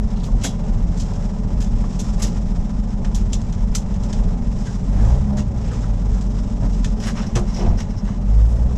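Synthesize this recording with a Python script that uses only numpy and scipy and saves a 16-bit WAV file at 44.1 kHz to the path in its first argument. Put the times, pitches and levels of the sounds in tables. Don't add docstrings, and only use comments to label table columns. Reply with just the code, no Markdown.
import sys
import numpy as np
from scipy import signal
from scipy.fft import rfft, irfft, next_fast_len
from scipy.io import wavfile
from scipy.ndimage import uniform_filter1d

SR = 44100
rng = np.random.default_rng(int(sys.argv[2]) if len(sys.argv) > 2 else 0)


def file_out(sig):
    cols = np.atleast_2d(sig).T
    lim = np.clip(cols, -1, 1)
    pcm = np.round(lim * 32767).astype(np.int16)
    wavfile.write(sys.argv[1], SR, pcm)


def rack_gain(trim_db):
    fader = np.asarray(trim_db, float)
    return 10 ** (fader / 20)


N = 386757

# (frequency [Hz], level [dB per Hz])
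CAB_AIR = [(12, -25), (20, -22), (28, -1.5), (34, -7.5), (43, 2), (51, -13), (62, -21.5), (76, -18.5),
           (102, -9.5), (125, -13), (147, -13.5), (205, -10), (230, -14), (246, -22), (262, -19.5),
           (290, -29.5), (330, -37)]
# (time [s], peak level [dB], body below [dB], sparkle below [dB], t60 [s])
BELT = [(0.2345, -42, -11, -13, 0.27), (0.9718, -41.5, -16, -29, 0.27), (0.997, -37, -19, -18, 0.17),
        (1.1343, -45, -7, -20, 0.11), (1.5045, -64, -3, -26, 0.11), (1.6026, -37.5, -8, -16, 0.27),
        (1.7324, -57, 10, -16, 0.1), (1.838, -52, 6, -18, 0.11), (1.991, -34, -21, -11.5, 0.18),
        (2.219, -27.5, -30, -11.5, 0.19), (3.046, -37, 1.5, -28, 0.055), (3.145, -33, -19, -13, 0.19),
        (3.3214, -44, -25, -18, 0.078), (3.33, -26.5, -21, -23, 0.11), (3.4141, -44.5, -15, -16, 0.056),
        (3.524, -41, -11, -32, 0.11), (3.741, -46, -13, -18, 0.1), (3.7495, -24, -20, -11, 0.145),
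        (3.9389, -46, -4, -22, 0.072), (4.035, -39.5, -14, -15, 0.074), (4.128, -30.5, -9, -32, 0.06)]


def rms_one(x):
    return x / np.sqrt(np.mean(x ** 2) + 1e-20)


def in_time(rows):
    s, *columns = np.transpose(rows)
    return [np.interp(np.arange(N) / SR, s, c) for c in columns]


def at_hz(points, hz):
    points = np.array(points)
    return np.interp(np.log(hz), np.log(points[:, 0]), points[:, 1], left=-90, right=-90)


def drift(rate, step=1):
    r = np.exp(-80 * np.pi * rate / SR)
    white = rng.standard_normal(N // 40 + 2002)
    slow = signal.lfilter([1], [1, -2 * r, r * r], white)[2000:]
    return np.interp(np.arange(0, N, step) / 40, np.arange(len(slow)), rms_one(slow - slow.mean()))


def swells(rows, height=lambda v: v):
    t = np.arange(0, N, 64) / SR
    bells = sum(height(v) * np.exp(-((t - s) / half_s) ** 2) for s, v, half_s in rows)
    return np.interp(np.arange(N) / SR, t, bells)


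def coloured(x, spectrum):
    size = next_fast_len(len(x))
    hz = np.maximum(np.fft.rfftfreq(size, 1 / SR), 1)
    return irfft(rfft(x, size) * rack_gain(at_hz(spectrum, hz)), size)[:len(x)]


def band(x, low_hz, high_hz):
    return signal.sosfilt(signal.butter(2, [low_hz, high_hz], "band", fs=SR, output="sos"), x)


def ring(strikes, hz, t60_s):
    r, w = rack_gain(-60 / (t60_s * SR)), 2 * np.pi * hz / SR
    return signal.lfilter([0, np.sin(w)], [1, -2 * r * np.cos(w), r * r], strikes + 1e-18)


def bursts(rows, spectrum, grain_db):
    envelopes, t = np.zeros((3, N + SR)), np.arange(SR // 2) / SR
    for s, peak_db, body_db, sparkle_db, t60_s, rise_s in rows:
        for k, (rel_db, lasts) in enumerate(((body_db, .8), (0, 1), (sparkle_db, .75))):
            decay = rack_gain(-60 * t / (t60_s * lasts)) + 0.22 * rack_gain(-60 * t / 0.15)
            shape = (1 - np.exp(-t / rise_s)) * decay
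            if rise_s < .005:
                shape *= 1 + .25 * np.exp(-t / .004)
            envelopes[k, round(s * SR):][:len(t)] += rack_gain(peak_db + rel_db) * shape / shape.max()
    modes = rng.standard_normal(SR // 8) * rack_gain(-60 * t[:SR // 8] / 0.082)
    modes[0] = 25
    rattle = signal.oaconvolve(rng.standard_normal(N), modes)[:N]
    crackle = coloured(rattle * rack_gain(grain_db * drift(450)), spectrum)
    edges_hz = ((500, 3100), (2700, 8800), (8200, 17000))
    return sum(e[:N] * rms_one(band(band(crackle, *edge), *edge)) for e, edge in zip(envelopes, edges_hz))


def engine_lines(firing_hz, load_db, bark_db):
    # (multiple of the engine cycle [1], level at idle [dB])
    orders = [(2, -15), (3, -17), (4, -12), (5, 0), (6, -1), (7, -5), (8, -15), (10, -17), (12, -9),
              (14, -15), (16, -17), (18, -14), (20, -20), (24, -12), (26, -11), (28, -12), (29, -13),
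              (30, -15), (32, -14), (36, -25)]
    step = 16
    cycle, out = np.cumsum(firing_hz) / 6 / SR, 0
    drives_db = {6: load_db, 12: bark_db, 18: bark_db, 30: -.2 * load_db, 36: .5 * load_db}
    for multiple, level_db in orders:
        air_db = at_hz(CAB_AIR, np.clip(firing_hz[::step] * multiple / 6, 13, 315))
        slide_db = (.55 if multiple < 20 else 1.2) * (air_db - air_db[0])
        drive_db = drives_db.get(multiple, -.8 * load_db)[::step]
        gain = rack_gain(level_db + slide_db + drive_db + 2.5 * drift(1.3, step=step))
        out = out + gain * np.sin(2 * np.pi * (multiple * cycle[::step] + rng.random()))
    return signal.resample_poly(out, step, 1)[:N], cycle


def split_level(x, boom_db, drone_db):
    out = 0
    for kind, level_db in (("low", boom_db), ("high", drone_db)):
        part = signal.sosfiltfilt(signal.butter(4, 78, kind, fs=SR, output="sos"), x)
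        out = out + rack_gain(level_db) * part / np.sqrt(uniform_filter1d(part ** 2, size=3600) + 0.0077)
    return out


def engine_bass(lines, load_db, opening_db, shift_db):
    # (time [s], level [dB], half length [s])
    lurches = [(0.04, -14, 0.023), (0.18, -22.5, 0.045), (0.35, -13.5, 0.032), (0.78, -18.5, 0.11),
               (0.91, -20, 0.022), (1.02, -19.5, 0.025), (1.24, -27.0, 0.048), (1.45, -18, 0.023),
               (1.58, -16.5, 0.035), (1.76, -19, 0.086), (2.21, -24, 0.2), (2.48, -21, 0.046),
               (2.6, -20, 0.037), (2.79, -24, 0.047), (3.2, -21, 0.21), (3.66, -19.5, 0.097),
               (3.99, -22, 0.057), (4.24, -16.5, 0.081), (4.51, -24, 0.086), (5.05, -12.5, 0.14),
               (5.92, -27, 0.06), (6.11, -15.5, 0.033), (6.23, -28.5, 0.37), (6.7, -22.5, 0.091),
               (6.87, -18, 0.067), (7.43, -23.0, 0.083), (7.7, -9, 0.047), (8.07, -27, 0.03),
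               (8.4, -11, 0.11), (8.64, -19, 0.083)]
    # (time [s], lift [dB], half length [s])
    hushes = [
        (7.62, -2, .1),
        (8.42, -3, .14),
        (5.42, 2, .16),
        (5.0, 1, .08),
    ]
    shake = rms_one(coloured(rng.standard_normal(N), CAB_AIR)) * rack_gain(-3.2 - .5 * load_db)
    boom_db = 20 * np.log10(rack_gain(-22.5 + 0.18 * load_db) + rack_gain(1) * swells(lurches, rack_gain))
    drone_db = -24 + swells(hushes) + 0.38 * opening_db + 0.35 * shift_db + .15 * (boom_db + 19.0)
    return split_level(rms_one(lines) + shake, boom_db, drone_db)


def beat(cycle, times, sharp):
    return np.exp(-sharp * (cycle * times % 1))


def roar(white, cycle):
    # (frequency [Hz], level [dB per Hz])
    roar_spectrum = [(160, -31.5), (280, -8), (427, -0.5), (516, -3.5), (549, 0), (650, -4), (832, -4),
                     (1500, -32.5), (1950, -26.5), (3300, -120)]
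    puffs = 1 + .3 * beat(cycle, 6, 4)
    return rms_one(coloured(white * puffs * rack_gain(0.9 * drift(11)), roar_spectrum))


def valve_gear(cycle, opening_db):
    ticks = 1 + .9 * beat(cycle + .27, 1, 7) + .5 * beat(cycle + .27, 2, 2.5)
    ticks += .5 * (1 + np.cos(6 * np.pi * (cycle + .05)))
    return 1.4 + (ticks - 1.4) * rack_gain(-1.5 * opening_db)


def whine(white, cycle, load_db):
    slip = .8 * rms_one(band(white, 10, 36))
    return rack_gain(-55 + .95 * load_db + 3.5 * drift(12)) * np.sin(2 * np.pi * 54.2 * cycle + slip)


def panel_hum(white):
    # (frequency [Hz], rms level [dB], t60 [s])
    panel_modes = [(261, -47, .25), (351.8, -49.5, 0.16), (425.2, -48, 0.3), (592.3, -51.5, 0.2),
                   (702, -61.5, 0.052), (850, -56, 0.26), (1168, -60, 0.05)]
    return sum(rack_gain(level_db) * rms_one(ring(white, hz, t60_s)) for hz, level_db, t60_s in panel_modes)


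def intake(white, opening_db, flutter):
    suck = rms_one(band(band(white, 6400, 11000), 5000, 12000))
    return rack_gain(-71) * opening_db ** .4 * flutter ** 2 * suck


def engine():
    # (time [s], firing rate [Hz], evenness of firings [dB], throttle bark [dB])
    throttle = [(0, 42.8, 0, 0), (4.6, 42.85, 0, 0), (4.87, 44, 2, -3), (5.03, 51.5, 12, 1),
                (5.15, 64, 8, 11), (5.25, 68.5, 7, -2), (5.37, 67.5, 7, -8), (5.65, 58, 11, -6),
                (5.9, 52.5, 9, 3), (6.2, 47.7, 9, -6), (6.5, 45.5, 4, -4), (6.85, 44, 5, -1),
                (7.2, 43.3, 1, 0), (8.12, 43.3, 1, 0), (8.22, 44.8, 7, -2), (8.36, 52, 13, -3),
                (8.63, 60.3, 12, 0), (8.77, 63.2, 12, 6)]
    # (time [s], lift [dB], half length [s])
    openings = [
        (5.08, 9, 0.145),
        (8.38, 3, .12),
        (8.62, 1, .2),
    ]
    # (time [s], lift [dB], half length [s])
    shifts = [(0, -1.5, 0.11), (.75, 2, 0.18), (1.15, 2, 0.088), (1.7, 2, 0.27), (2.26, 3.5, .1),
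              (2.8, -0.5, 0.17), (4.2, 3, 0.2), (5.76, 3, .15), (6.18, 0.5, 0.076), (7.08, 4.5, 0.045),
              (7.2, 5, 0.064), (7.66, 12.5, 0.085), (8.0, -2, 0.11)]
    # (time [s], lift [dB], half length [s])
    rustles = [
        (1.12, 3.5, 0.26),
        (2.12, 6.5, 0.34),
        (4.12, 6, 0.12),
        (4.64, 5.5, 0.13),
        (5.44, -2.5, 0.13),
        (5.7, 5, 0.14),
        (6.3, 2.5, 0.22),
        (6.8, 3.5, 0.28),
        (7.21, -5, 0.13),
        (7.95, -6, 0.26),
    ]
    # (frequency [Hz], level [dB per Hz])
    hiss_spectrum = [(2200, -12.5), (3600, -7), (4300, -11), (5240, -0.5), (6500, -4), (7800, -6),
                     (8500, -18), (10500, -22), (12000, -32), (15500, -43)]
    dull_spectrum = [(590, -40.5), (1000, 7.5), (1080, -2), (1260, -1), (1430, -4), (4200, -16),
                     (5460, -31), (9240, -120)]

    firing_hz, load_db, bark_db = in_time(throttle)
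    opening_db, shift_db, rustle_db = swells(openings), swells(shifts), swells(rustles)
    lines, cycle = engine_lines(firing_hz, load_db, bark_db)
    white = rng.standard_normal((3, N))
    flutter = rack_gain(0.78 * drift(8.9))
    ticking = valve_gear(cycle, opening_db) * flutter

    roar_db = -40.5 + opening_db + shift_db
    hiss_db = -52.5 + 1.08 * opening_db + rustle_db
    dull_db = -48.5 + 0.99 * opening_db + .55 * shift_db + .3 * rustle_db
    out = engine_bass(lines, load_db, opening_db, shift_db)
    out = out + rack_gain(roar_db) * roar(white[0], cycle)
    out += rack_gain(hiss_db) * rms_one(coloured(white[1] * ticking, hiss_spectrum))
    out += rack_gain(dull_db) * rms_one(coloured(white[2] * ticking, dull_spectrum))
    out += whine(white[2], cycle, load_db) + panel_hum(white[1])
    return out + intake(white[0], opening_db, flutter)


def thumps():
    # (time [s], peak level [dB], pitch [Hz], t60 [s], rise [s])
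    blows = [
        (.44, -23, 269, 0.17, 0.013),
        (2.239, -33, 298, 0.12, 0.013),
        (5.36, -22.5, 138.3, 0.29, 0.02),
        (6.62, -13.5, 116.6, 0.1, 0.031),
        (6.631, -27.5, 275, 0.22, .015),
        (7.356, -9.5, 118.5, 0.14, 0.0021),
        (7.361, -21, 356, 0.3, 0.0026),
        (7.361, -23.5, 484, 0.064, 0.0048),
        (7.579, -28, 349, 0.49, 0.037),
        (7.622, -28, 133, 0.41, .03),
    ]
    # (time [s], peak level [dB], pitch [Hz], t60 [s], rise [s])
    shudders = [
        (5.0, -20, 103, 1.1, .04),
        (5.2, -16.5, 205, .75, .07),
        (4.97, -17, 50, .8, .05),
        (7.98, -27, 200, 1.2, .08),
        (5.3, -32.5, 605, .4, .02),
        (8.26, -24.5, 103, 2.2, .09),
    ]
    out, t = np.zeros(N + SR), np.arange(SR // 2) / SR
    for k, (s, peak_db, hz, t60_s, rise_s) in enumerate(blows + shudders):
        bright = rack_gain(-8 + 9.5 * np.log2(hz / 300)) * (k < len(blows))
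        puff = rms_one(band(rng.standard_normal(len(t)), 250, 800)) * bright
        shape = (1 - np.exp(-t / rise_s)) * rack_gain(-60 * t / t60_s) * (1 - (t / t[-1]) ** 4)
        tone = np.sin(2 * np.pi * hz * t)
        out[round(s * SR):][:len(t)] += rack_gain(peak_db) * shape / shape.max() * (tone + puff)
    return out[:N]


def rubs():
    # (time [s], peak level [dB], body below [dB], sparkle below [dB], t60 [s])
    slides = [(.41, -39, -5, -21, 0.19), (0.434, -27, -11, -9, 0.17), (2.19, -43.5, 1, -8, 0.21),
              (2.225, -35, -8, -17, 0.18), (4.62, -50, -9, -21, 0.76), (5.382, -39, -2.5, -24, 0.13),
              (6.72, -45, -18, -20, 0.17), (7.02, -38.5, -2, -20, 0.34), (7.065, -42.5, -1, -11, 0.19),
              (7.15, -45.5, 6, -24, 0.45), (7.215, -51, 0, -24, 0.099), (7.265, -55, -5, -12, 0.066),
              (7.47, -47.5, 2, -21, 0.35), (7.54, -44.5, -3, -28, 0.58), (7.685, -57, -1, -14, 0.068),
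              (7.776, -43.5, 2, -23, 0.24), (7.9, -52.5, 0, -24, 0.14), (7.97, -54, -2, -22, .15),
              (8.04, -48.5, 1, -26, 0.44)]
    # (frequency [Hz], level [dB per Hz])
    rub_spectrum = [(400, -10), (900, 1), (1700, -2), (3000, -6), (4400, -9), (5300, -3), (7600, -6),
                    (8600, -15), (10500, -17), (11500, -24), (16000, -27)]
    rows = [(*row, np.clip(0.067 * row[4], .003, 0.031)) for row in slides]
    return bursts(rows, rub_spectrum, grain_db=1.5)


def scrapes():
    # (time [s], peak level [dB], half length [s], pitch [Hz])
    scrape_events = [(5.35, -41, .06, 640), (5.0, -46, .08, 1500), (8.68, -45, .08, 590),
                     (0.11, -52, .012, 3200), (.14, -53, .012, 2100), (.17, -51, .02, 3400),
                     (0.208, -46, .012, 3700), (0.243, -44, .01, 3600), (5.719, -42, 0.023, 1300),
                     (5.843, -43, .012, 1400), (6.13, -54, .006, 3000), (6.39, -52, .01, 3200),
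                     (7.04, -43, .015, 1700), (7.085, -33, 0.023, 1600), (7.076, -46, .03, 7250),
                     (7.193, -35, 0.022, 1100), (7.19, -41, .03, 2300), (7.23, -45, .015, 2900),
                     (7.075, -43, .025, 2300), (6.852, -38, .008, 3300), (2.27, -38, .04, 310),
                     (8.5, -60, .12, 7500), (7.24, -42, .015, 1500), (7.376, -30, 0.015, 1150),
                     (7.364, -36, .012, 2400), (7.405, -41, 0.014, 700), (7.57, -50, .015, 2500),
                     (7.61, -42.5, .012, 2500), (7.66, -48, .02, 2600), (7.678, -40, .01, 1100),
                     (7.81, -43, .01, 2300), (8.03, -47, .03, 800), (7.384, -42, 0.022, 6230),
                     (5.385, -41, 0.017, 1400), (5.68, -50.5, .06, 2500), (6.159, -48, .015, 1400),
                     (8.097, -39, .015, 950), (2.28, -54, .015, 9600), (.46, -42, .015, 2700),
                     (3.754, -37, .008, 2500), (3.337, -38, .008, 3000)]
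    out, t = np.zeros(N + SR), np.arange(SR // 2) / SR - .25
    noise = rng.standard_normal(N + SR)
    noise[:N] *= rack_gain(3.5 * drift(200))
    for s, peak_db, half_s, hz in scrape_events:
        i = round(s * SR)
        grain = rms_one(band(noise[i:][:len(t)], hz / 1.29, hz * 1.29))
        out[i:][:len(t)] += rack_gain(peak_db) * np.exp(-(t / half_s) ** 2) * grain
    return out[SR // 4:][:N]


def chafes():
    # (time [s], peak level [dB], half length [s])
    chafe_events = [(7.005, -44, .01), (7.035, -44, .02), (7.085, -39, 0.024), (7.186, -40, 0.018),
                    (7.228, -42, 0.017), (7.273, -39.5, 0.011), (7.3, -50, .01), (7.5, -49, .04),
                    (7.547, -37, .008), (7.57, -37, .009), (7.594, -38, 0.014), (7.625, -44, .015),
                    (7.694, -46, 0.015), (7.785, -42, 0.014), (7.815, -42, .02), (7.91, -52, 0.02),
                    (7.985, -45.5, 0.022)]
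    # (frequency [Hz], level [dB], t60 [s])
    squeal_modes = [(5060, 0.5, .03), (5290, -1, .03), (5580, -3, .03), (5800, -11, .03)]
    slips = rng.standard_normal(N) * rack_gain(2.2 * drift(150))
    squeal = sum(rack_gain(level_db) * rms_one(ring(slips, hz, t60_s)) for hz, level_db, t60_s in squeal_modes)
    hoarse = rms_one(band(band(slips, 4900, 6250), 4700, 5700))
    return swells(chafe_events, rack_gain) * rms_one(squeal + 1.1 * hoarse)


def contact_cracks():
    # (time [s], peak level [dB], body below [dB], sparkle below [dB], t60 [s])
    levers = [(.1045, -49, -8, -20, .12), (.163, -53, -8, -20, .12), (.198, -52, -8, -22, .1),
              (6.14, -48, -15, -24, 0.35), (7.8025, -38.5, 2, -20, .1), (4.6653, -40.5, -4, -34, 0.11),
              (5.369, -37, -19, -19, 0.17), (5.73, -43, -2, -24, 0.17), (5.8052, -46, -14, -26, 0.2),
              (5.84, -54, -7, -24, 0.1), (6.2083, -44.5, -17, -22, 0.15), (6.845, -32, -4.5, -24, 0.11),
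              (7.001, -40, -3, -14, 0.14), (7.354, -26.5, -3, -21, 0.16)]
    # (frequency [Hz], level [dB per Hz])
    snap_spectrum = [(500, -30), (900, -8), (1700, -2), (2800, -4), (4500, -7), (5300, -1), (6300, 0),
                     (7800, -4), (8600, -13), (10500, -15), (11500, -19), (16000, -21)]
    rows = [(*row, .0008 if row[4] < .17 else .004) for row in BELT + levers]
    return bursts(rows, snap_spectrum, grain_db=2.5)


def buckle_rings():
    # (frequency [Hz], level [dB], t60 [s])
    buckle_modes = [(4720, 2, 0.25), (4900, -13, 0.28), (4930, -14, 0.23), (4650, -11, 0.07),
                    (5700, 2, 0.082), (6099, -3, 0.19), (6170, -19, 0.096), (7030, -7, 0.28),
                    (7640, -25.5, 0.21), (7650, 4, 0.26)]
    belt, out = np.array(BELT), np.zeros(N)
    at = np.round(belt[:, 0] * SR).astype(int)
    for hz, level_db, t60_s in buckle_modes:
        strikes = np.zeros(N)
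        strikes[at] = rack_gain(belt[:, 1] + 5 * rng.standard_normal(len(belt)))
        out += ring(strikes * rack_gain(level_db - 21), hz, t60_s * .35)
    return out


def part_rings():
    # (time [s], frequency [Hz], level [dB], t60 [s])
    steel_parts = [(.445, 1660, -21, .055), (.444, 3330, -28, .21), (.446, 3530, -33, .14),
                   (.443, 640, -24.5, .11), (.446, 4167, -36, .09), (.446, 6400, -28, .13),
                   (.446, 5286, -32, .12), (.446, 2132, -36, .13), (.446, 7176, -34, .12), (2.24, 3230, -42, .2),
                   (3.752, 1370, -25, .036), (3.752, 6130, -19.5, .06), (4.669, 1570, -37, .19),
                   (4.668, 1950, -41, .12), (5.731, 1270, -33, .06), (5.839, 1270, -33, .05),
                   (6.846, 2580, -36, .03), (6.846, 3370, -34, .04), (7.076, 1140, -40, .1),
                   (7.08, 1905, -38, .1), (7.365, 1001, -30, .12), (7.367, 1174, -32, .16), (7.36, 2256, -36, .1),
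                   (7.36, 2681, -36, .1), (8.07, 1730, -43, .25),
                   (.999, 5060, -40, .086), (.999, 7400, -46, .087), (.999, 4170, -48, .12),
              (1.993, 6465, -38, .1), (1.993, 7305, -42, .2), (1.993, 5383, -43, .2),
              (1.993, 4090, -43, .09), (2.221, 6390, -32, .12), (2.236, 6460, -29, .1),
              (2.229, 4845, -34, .12), (2.244, 5200, -34, .15), (2.226, 3550, -39, .12),
              (2.228, 1500, -36, .05), (2.24, 1800, -37, .05), (3.147, 5530, -39, .12),
              (3.147, 7400, -38, .07), (3.147, 3456, -36, .03), (3.332, 5890, -34, .14),
              (3.332, 3500, -36, .13), (3.332, 7050, -37, .14), (3.332, 2654, -41, .14),
              (3.716, 5200, -41, .04), (3.753, 5895, -30, .09), (3.764, 7070, -33, .12),
              (3.77, 6255, -33, .12), (3.752, 7750, -31, .12), (3.756, 9300, -36, .1), (.45, 3900, -35, .2),
              (.488, 640, -33, .06)]
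    # (time [s], peak level [dB], pitch [Hz])
    trim = [
        (0.285, -29, 678),
        (0.343, -29, 501),
        (0.599, -30, 503),
        (1.733, -29, 517),
        (1.839, -27, 608),
        (5.307, -28, 614),
        (8.708, -29, 571),
    ]
    knocks = [(s, hz * part, db + 1, .045) for s, db, hz in trim for part in (1, 1.6)]
    pings_hz = 5810 * np.exp(0.08 * rng.standard_normal(len(BELT)))
    pings = [(row[0], hz, row[1] - 4, .04) for row, hz in zip(BELT, pings_hz)]
    wander = 1.7 * drift(60)
    out = np.zeros(N)
    for s, hz, level_db, t60_s in steel_parts + knocks + pings:
        i = round(s * SR)
        t = np.arange(min(SR // 3, N - i)) / SR
        shape = (1 - np.exp(-t / .0012)) * rack_gain(level_db - 60 * t / t60_s)
        out[i:][:len(t)] += shape * np.sin(2 * np.pi * hz * t + wander[i:][:len(t)])
    return out


def scene():
    driver = thumps() + rubs() + scrapes() + chafes()
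    clicks = contact_cracks() + buckle_rings() + part_rings()
    return (engine() + driver + clicks)[None]


def band_limit(x):
    return signal.sosfilt(signal.butter(12, 15770, fs=SR, output="sos"), x)


def record(dry):
    top = signal.cheby2(10, 60, 16100, fs=SR, output="sos")
    mix = signal.sosfilt(top, 0.85 * np.tanh(dry / 0.97))
    return band_limit(mix)


dry = scene()
out = record(dry)
file_out(out)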